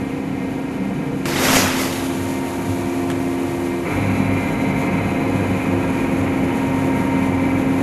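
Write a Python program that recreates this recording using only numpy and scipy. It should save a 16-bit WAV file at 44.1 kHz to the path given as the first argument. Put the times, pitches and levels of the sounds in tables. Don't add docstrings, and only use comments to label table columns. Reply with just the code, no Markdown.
import sys
import numpy as np
from scipy import signal
from scipy.fft import rfft, irfft, next_fast_len
from scipy.io import wavfile
from scipy.ndimage import uniform_filter1d

SR = 44100
rng = np.random.default_rng(int(sys.argv[2]) if len(sys.argv) > 2 else 0)


def bounce(signal):
    frames = np.transpose(np.atleast_2d(signal))
    limited = np.clip(frames, -1, 1)
    pcm = np.round(limited * 32767).astype(np.int16)
    wavfile.write(sys.argv[1], SR, pcm)


N = 344862
TIME = np.arange(N) / SR
SHAFT_HZ, KNIFE_HZ, BLOWER_HZ = 17.877, 266.98, 49.33
SHRED_HEARD_S = 1.256
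MOVES_S = (1.256, 3.852)


def from_db(db):
    return 10 ** (np.asarray(db) / 20)


def unit_rms(x):
    return x / np.sqrt(np.mean(x ** 2) + 1e-20)


def curve(points):
    return np.interp(TIME, *np.transpose(points))


def at_hz(spectrum, hz):
    f, db = np.transpose(spectrum)
    return np.interp(np.log(np.maximum(hz, 1)), np.log(f), db)


def coloured(x, spectrum):
    size = next_fast_len(N)
    hz = np.arange(size // 2 + 1) * SR / size
    return unit_rms(irfft(rfft(x, size) * from_db(at_hz(spectrum, hz)), size)[:N])


def drift(rate_hz):
    pole = np.exp(-2 * np.pi * rate_hz * 100 / SR)
    noise = rng.standard_normal(N // 100 + 1002)
    slow = signal.lfilter([1], [1, -2 * pole, pole * pole], noise)[1000:]
    return np.interp(np.arange(N) / 100, np.arange(len(slow)), unit_rms(slow))


def resonance(hz, width_hz):
    phase = 2 * np.pi * hz * TIME
    return unit_rms(drift(width_hz / 2) * np.cos(phase) + drift(width_hz / 2) * np.sin(phase))


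def clicks(per_s, spread_db):
    sizes = from_db(spread_db * np.minimum(rng.exponential(1, N), 4))
    return (rng.random(N) < per_s / SR) * sizes * rng.choice([-1, 1], N)


def swells(rows):
    t = TIME[::100]
    power = np.zeros(len(t))
    for s, length, db in rows:
        power += from_db(db) ** 2 * .5 ** np.minimum((2 * (t - s) / length) ** 2, 100)
    return np.interp(TIME, t, np.sqrt(power))


def surge(peak_s, db, rise_db_per_s, fall_db_per_s):
    return from_db(db - np.maximum(rise_db_per_s * (peak_s - TIME), fall_db_per_s * (TIME - peak_s)))


def places(late_s=0, fade_s=0.0017):
    first, second = [np.clip((TIME - s - late_s) / fade_s + .5, 0, 1) for s in MOVES_S]
    return np.array([1 - first, first - second, second])


# f/Hz, relative level/dB
AIR_STACK = [(25, -40), (45, -16), (100, -10), (150, -6), (230, -4.5), (280, -7), (365, -7.5), (425, -13.5),
             (473, -4), (520, -11), (590, -21.5), (720, -15), (1240, -26.5), (2370, -28.5), (3070, -37),
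             (5000, -43), (12500, -53)]
AIR_HOPPER = [(25, -34), (50, -15.5), (100, -8.5), (200, -7), (290, -7.5), (390, -10), (480, -12.5),
              (600, -14), (920, -17.5), (1150, -22.5), (2400, -27.5), (3230, -35.5), (5000, -39.5),
              (12500, -42)]
AIR_FEEDER = [(25, -20), (50, -2), (75, -2), (140, 2.5), (240, 4.5), (310, 4), (390, -2), (480, -1),
              (620, -7.5), (950, -10.5), (1300, -16.5), (2400, -15.5), (3200, -28.5), (5000, -38),
              (12000, -58)]
def air(place, level_db=(-27.5, -27.5, -23.5)):
    return sum(share * from_db(db) * coloured(rng.standard_normal(N), spectrum)
               for share, db, spectrum in zip(place, level_db, (AIR_STACK, AIR_HOPPER, AIR_FEEDER)))


# f/Hz, width/Hz, relative level/dB
DUCT_MODES = [(146.1, 17.6, -6), (176.5, 4.8, -9.5), (192.3, 11.2, -3), (224.8, 7.2, -9)]
# t/s, length/s, gain/dB
RUMBLE_SWELLS = [(.33, 0.13, -27.5), (1.0, 0.19, -24), (1.53, 0.19, -26), (4.2, 0.041, -21),
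                 (4.9, 0.26, -25), (6.96, 0.091, -25.5)]
BOOM_SWELLS = [(1.65, 0.074, -31), (2.24, 0.07, -28.5), (2.7, 0.043, -26), (4.09, 0.14, -22.5),
               (4.35, 0.09, -23.5), (5.03, 0.15, -27.5), (5.43, 0.18, -25), (6.29, 0.041, -28),
               (6.88, 0.26, -33), (7.33, 0.15, -27)]
def ducts(place, boom_hz=98.2, boom_db=(-44.5, -37, -35), rumble_db=(-32.5, -33, -27.5)):
    pitch_hz = boom_hz + 2.525 * drift(6.26)
    boom = np.sqrt(2) * np.sin(2 * np.pi * np.cumsum(pitch_hz) / SR)
    rumble = sum(from_db(db) * resonance(hz, width) for hz, width, db in DUCT_MODES)
    boom_gain = np.hypot((from_db(boom_db) @ place) * from_db(3.5 * drift(7.8)), swells(BOOM_SWELLS))
    rumble_gain = np.hypot(from_db(rumble_db) @ place, swells(RUMBLE_SWELLS))
    return boom_gain * boom + rumble_gain * rumble


# multiple of fan speed, level/dB at stack, hopper, feeder
BLOWER_TONES = [(1, -57, -54, -48.5), (6, -34.5, -73, -35.5), (7, -47, -25.5, -37.5)]
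# t/s, length/s, level/dB
HUM_SWELLS = [(2.12, 0.087, -25.5), (2.85, .4, -33), (3.65, 0.56, -34), (5.78, 0.074, -25),
              (6.2, 0.27, -31.5), (6.48, 0.064, -25.5), (7.2, 1, -35.5)]
def blower(place, load, cut, max_sag=0.0117, flutter_rad=.17, swelling_multiple=7):
    fan_time = TIME - np.cumsum(max_sag * cut / cut.max()) / SR
    phase = 2 * np.pi * BLOWER_HZ * fan_time + 0.02 * drift(0.41) + flutter_rad * load * drift(16)
    waver_db = np.array([1.2, .5, 2.0]) @ place
    hum = 0
    for k, *place_db in BLOWER_TONES:
        level = (from_db(place_db) @ place) * from_db(waver_db * drift(1.1))
        if k == swelling_multiple:
            level = np.hypot(level, swells(HUM_SWELLS))
        hum += level * np.sqrt(2) * np.sin(k * phase + 2 * np.pi * rng.random())
    return hum


# shaft multiple, level/dB at stack, hopper, feeder
PANEL_TONES = [(25, -56, -44, -45), (39, -48, -42.5, -45), (52, -59, -44, -42.5), (65, -62, -47, -51),
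               (223, -66, -70, -66)]
# shaft multiple, t/s, length/s, level/dB
PANEL_SWELLS = [(39, 3, 0.64, -38), (39, 4.9, 0.85, -37), (52, 2.51, 0.39, -36.5), (52, 4.7, 0.5, -37.5),
                (52, 5.98, 0.17, -37), (52, 6.62, 0.12, -38), (52, 7.02, 0.58, -32), (52, 8, 0.55, -36.5),
                (223, 4.2, 0.53, -52), (223, 4.67, 0.22, -53), (223, 5.22, 0.5, -53)]
def panels(turns, place, waver_db=1.0):
    out = 0
    for k, *place_db in PANEL_TONES:
        spells = swells([row[1:] for row in PANEL_SWELLS if row[0] == k])
        level = np.hypot(from_db(place_db) @ place, spells) * from_db(waver_db * drift(8))
        out += level * np.sqrt(2) * np.sin(2 * np.pi * k * turns)
    return out


# shaft multiple, relative level/dB
DRIVE_TONES = [(26, -38), (38, -41), (40, -39.5), (49, -53), (51, -41), (53, -37.5), (55, -41.5), (57, -59),
               (78, -44), (90, -45.5), (91, -43), (104, -42.5), (105, -44), (112, -51), (116, -44.5),
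               (117, -46.5), (118, -39.5), (121, -54), (129, -45.5), (130, -42.5), (131, -48), (132, -42.5),
               (134, -45), (141, -46.5), (142, -44), (167, -51), (168, -50), (219, -68)]
# f/Hz, relative level/dB
DRIVE_BUZZ = [(350, -44), (900, -53), (1300, -58), (1800, -64.5), (2200, -57), (2500, -61), (2750, -60),
              (3300, -77), (4200, -78)]
def drive(turns, from_multiple, to_multiple, fade=0.42, size=8192):
    multiples = np.arange(size // 2 + 1)
    level = from_db(at_hz(DRIVE_BUZZ, multiples * SHAFT_HZ) + rng.normal(0, 4.3, len(multiples)))
    level *= ~np.isin(multiples, [row[0] for row in PANEL_TONES])
    for k, db in DRIVE_TONES:
        level[k] = from_db(db)
    level *= (multiples >= from_multiple) & (multiples < to_multiple)
    out = 0
    for path_gain in (1, fade * drift(1.2), fade * drift(6.0)):
        one_turn = irfft(level * np.exp(2j * np.pi * rng.random(len(multiples))), size)
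        out += path_gain * np.interp(turns % 1 * size, np.arange(size), one_turn)
    return unit_rms(out)


# t/s, depth/dB
RUB_THROB = [(2, 10), (4, 2.5), (5.5, 6), (7.2, 8.5)]
# shaft multiple (played rounded), t/s, length/s, level/dB
RUB_RINGS = [(104, 4.9, 0.68, -46.5), (104, 6.1, 0.68, -50), (105.4, 6.65, 0.34, -51),
             (115.1, 3.9, .2, -44), (115.7, 3.7, .35, -45), (117, 4.8, .6, -38), (115.6, 7.7, .7, -41.5),
             (124.2, 3.85, .2, -43), (116.3, 4.35, .5, -40), (115.9, 7, 0.79, -47),
             (122.6, 4.22, 0.31, -38.5), (120.3, 4.9, .5, -41), (121.7, 6.2, 0.82, -45),
             (123, 3.9, 0.28, -43), (126, 7.2, 1.5, -48), (128.6, 7.42, 0.57, -41.5),
             (128.6, 4.76, 0.38, -36), (130.5, 7.6, 0.52, -47), (130, 4.4, 1.1, -46),
             (136.4, 6.06, .3, -41.5), (131, 4.2, .3, -45), (132, 5.8, 1.3, -49.5), (133, 5.55, 0.36, -43),
             (133.6, 4.25, 0.35, -39), (146, 4.16, 0.27, -43), (140.7, 5.25, 0.82, -44.5),
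             (141.5, 8, .5, -49)]
# t/s, length/s, level/dB
SCRAPE_SWELLS = [(3.9, 0.49, -35.5), (4.65, 0.72, -39.5), (6.05, 1, -42), (7.5, 0.56, -68)]
# f/Hz, relative level/dB
SCRAPE_SPECTRUM = [(700, -19), (1200, -3), (1800, -10), (2150, -1), (2550, -10), (2900, -21), (4000, -23),
                   (6000, -44)]
def rub(turns, place, scrape_db=(-50, -56, -41), throb_peak_s=7.115, uneven_db=4.0, stray_rad=0.98):
    at_feeder = place[2]
    angle = 2 * np.pi * (turns - np.interp(throb_peak_s, TIME, turns))
    pressure = from_db(curve(RUB_THROB) * np.cos(angle) + uneven_db * drift(1.6))
    pressure /= np.sqrt(uniform_filter1d(pressure ** 2, size=16384))
    ring = 0
    for k in sorted({round(row[0]) for row in RUB_RINGS}):
        level = swells([row[1:] for row in RUB_RINGS if round(row[0]) == k])
        ring += level * np.sqrt(2) * np.cos(k * angle + stray_rad * drift(0.76))
    scrape_gain = np.hypot(from_db(scrape_db) @ place, at_feeder * swells(SCRAPE_SWELLS))
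    scrape = scrape_gain * coloured(rng.standard_normal(N), SCRAPE_SPECTRUM)
    return np.sqrt(pressure) * (at_feeder * ring + scrape)


# t/s, level/dB before gain_db
DRONE_LEVEL = [(0.05, -27.5), (1.38, -28.5), (1.44, -22), (1.87, -25.5), (1.91, -31.5), (2.09, -23),
               (2.13, -29), (2.43, -24), (2.51, -33), (2.73, -24.5), (2.82, -28), (2.92, -23.5),
               (3.46, -24), (3.52, -29), (3.65, -23.5), (3.82, -29), (3.84, -35.5), (4.23, -21.5),
               (4.51, -29.5), (4.64, -21.5), (4.94, -29), (4.98, -21), (5.02, -33), (5.15, -23),
               (5.37, -26), (7.75, -20)]
# multiple of the knife rate, level/dB at feeder
KNIFE_OVERTONES = [(2, -35.5), (3, -41.5), (4, -48), (5, -48)]
def knives(rotor_time, place, gain_db=0.45, beam_db=(-12, -11, 0), waver_db=1.0):
    phase = 2 * np.pi * KNIFE_HZ * rotor_time + 0.099 * drift(2.9)
    drone = from_db(gain_db + curve(DRONE_LEVEL)) * np.sin(phase)
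    overtones = sum(from_db(db - waver_db * drift(22.0)) * np.sin(k * phase) for k, db in KNIFE_OVERTONES)
    return np.sqrt(2) * (drone + (from_db(beam_db) @ place) * overtones)


# f/Hz, relative level/dB
FLAKE_SPECTRUM = [(2500, 6), (4000, 5.5), (5200, -1.5), (6800, 7), (8200, -2), (11000, 5.5), (12200, 2.5),
                  (13000, -16)]
def flakes(place, flush, trickle_db=(-50, -48, -43), flush_db=-33.5, clump_db=1.3):
    flow = np.hypot(from_db(trickle_db) @ place, from_db(flush_db) * flush)
    clumps = from_db(clump_db * drift(9.6))
    return flow * clumps * coloured(clicks(12000, 2.9), FLAKE_SPECTRUM)


# t/s, level/dB, decay/s
CRACKS = [(1.2555, -19, 0.005), (1.493, -19, 0.004), (3.1012, -19.5, 0.0025), (3.106, -34, 0.04),
          (3.1145, -28, 0.002)]
# f/Hz, relative level/dB
CRACK_SPECTRUM = [(400, -14), (900, -4), (1500, 2), (2400, -1.5), (3500, -8), (4500, -13), (7500, -12),
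                  (9000, -16), (12500, -25)]
def cracks():
    envelope = sum(from_db(db) * (TIME >= s) * np.exp(-np.abs(TIME - s) / decay)
                   for s, db, decay in CRACKS)
    return envelope * coloured(rng.standard_normal(N), CRACK_SPECTRUM)


# t/s, level/dB, f/Hz
SNAPS = [(1.3402, -23, 2140), (1.3596, -16, 1950), (1.483, -13, 2030), (1.541, -18, 1350),
         (1.659, -16, 1510), (1.7606, -24, 1870), (1.799, -24, 2300), (1.9278, -26, 2150),
         (2.034, -31, 1990)]
# ratio to f, relative level/dB
PLATE_MODES = [(.56, -5), (1, -3.5), (1.63, -7), (2.5, -14)]
def snaps(decay_s=.007, size=4096):
    out, age = np.zeros(N), np.arange(size) / SR
    for s, db, hz in SNAPS:
        start = int(s * SR)
        ring = sum(from_db(mode_db) * np.sin(2 * np.pi * hz * ratio * rng.uniform(0.95, 1.03) * age)
                   for ratio, mode_db in PLATE_MODES)
        out[start:start + size] += from_db(db) * ring * np.exp(-age / decay_s)
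    return out


def shards(count=220, low_hz=560, high_hz=5140, decay_s=0.006, size=2048):
    out, age = np.zeros(N), np.arange(size) / SR
    for delay_s in rng.random(count):
        start = int((SHRED_HEARD_S + delay_s) * SR)
        hz = low_hz * (high_hz / low_hz) ** rng.random(3)
        ring = np.sin(2 * np.pi * np.outer(age, hz)).sum(axis=1)
        out[start:start + size] += ring * np.exp(-age / decay_s)
    return out / np.sqrt(np.sum(out ** 2) / SR)


# t/s, cutting level/dB, splintering level/dB
BITES = [(1.285, -31.5, -31.5), (1.453, -18.5, -21.5), (1.567, -17.5, -17.5), (1.815, -26, -26),
         (1.99, -40, -38.5), (2.3, -46, -44)]
def biting():
    heard = np.clip((TIME - SHRED_HEARD_S) / .003 + .5, 0, 1)
    cut_power = sum(surge(s, db, 76, 55) ** 2 for s, db, _ in BITES)
    splinter_power = sum(surge(s, db, 100, 92) ** 2 for s, _, db in BITES)
    return heard * np.sqrt(cut_power), heard * np.sqrt(splinter_power)


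# t/s, length/s, level/dB, f/Hz
SQUEALS = [(1.582, 0.1, -29, 6780), (1.593, 0.05, -30, 5950)]
def squeals(width_hz=180):
    return sum(swells([(s, length, db)]) * resonance(hz, width_hz) for s, length, db, hz in SQUEALS)


# f/Hz, width/Hz, level/dB re cutting
CHAMBER_MODES = [(520, 84, -19), (910, 66, -18), (1286, 110, -18), (1990, 130, -18), (3770, 280, -18)]
# f/Hz, relative level/dB
CUT_SPECTRUM = [(30, -24), (90, -2), (200, 6), (450, 4), (800, -2), (1400, -3.5), (2100, -2), (3200, -6),
                (4500, -13), (8000, -46)]
SPLINTER_SPECTRUM = [(2200, 6), (3200, -4), (3700, -12), (4600, 5), (6000, 6.5), (8000, 2), (10000, -2),
                     (12200, 6), (12800, -41)]
def shredding(turns, cut, splinter, chop_db=0.4, roar_db=-1.3, shard_db=-4.5):
    strokes = from_db(-chop_db * (np.sin(4 * np.pi * turns) + 0.42 * drift(46)))
    chamber = sum(from_db(db) * resonance(hz, width) for hz, width, db in CHAMBER_MODES)
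    roar = from_db(roar_db) * coloured(strokes * clicks(5000, 1.7), CUT_SPECTRUM)
    cutting = cut * (roar + strokes * chamber + from_db(shard_db) * shards())
    splinters = splinter * coloured(strokes * clicks(16000, 3.1), SPLINTER_SPECTRUM)
    return cutting + splinters


# t/s, share of speed lost
ROTOR_SAG = [(0, 0), (1.33, 0), (1.5, .02), (1.68, .024), (1.85, .01), (2.05, .003), (3.8, .002), (3.9, 0),
             (7.82, 0)]
def scene(whine_db=(-40, -38, -33), shrill_db=(-42, -40, -38.5), choke_db=8.5):
    sag, place = curve(ROTOR_SAG), places()
    rotor_time = np.cumsum(1 - sag) / SR
    turns = SHAFT_HZ * rotor_time
    cut, splinter = biting()
    flush = surge(peak_s=1.49, db=0, rise_db_per_s=73, fall_db_per_s=6.5)
    hum = from_db(-choke_db * flush) * blower(place, sag / sag.max(), cut)
    whine = (from_db(whine_db) @ place) * drive(turns, 20, 100)
    shrill = (from_db(shrill_db) @ place) * drive(turns, 100, 240)
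    idle = from_db(-160 * sag) * (panels(turns, place) + rub(turns, place) + air(place))
    drone = knives(rotor_time, place)
    rumble = ducts(places(late_s=0.09, fade_s=0.06))
    board = shredding(turns, cut, splinter) + squeals() + snaps() + cracks()
    return (rumble + hum + idle + whine + shrill + drone + flakes(place, flush) + board)[None]


def record(dry, cutoff_hz=12900):
    return signal.sosfilt(signal.ellip(12, .1, 100, cutoff_hz, fs=SR, output="sos"), dry)


dry = scene()
out = record(dry)
bounce(out)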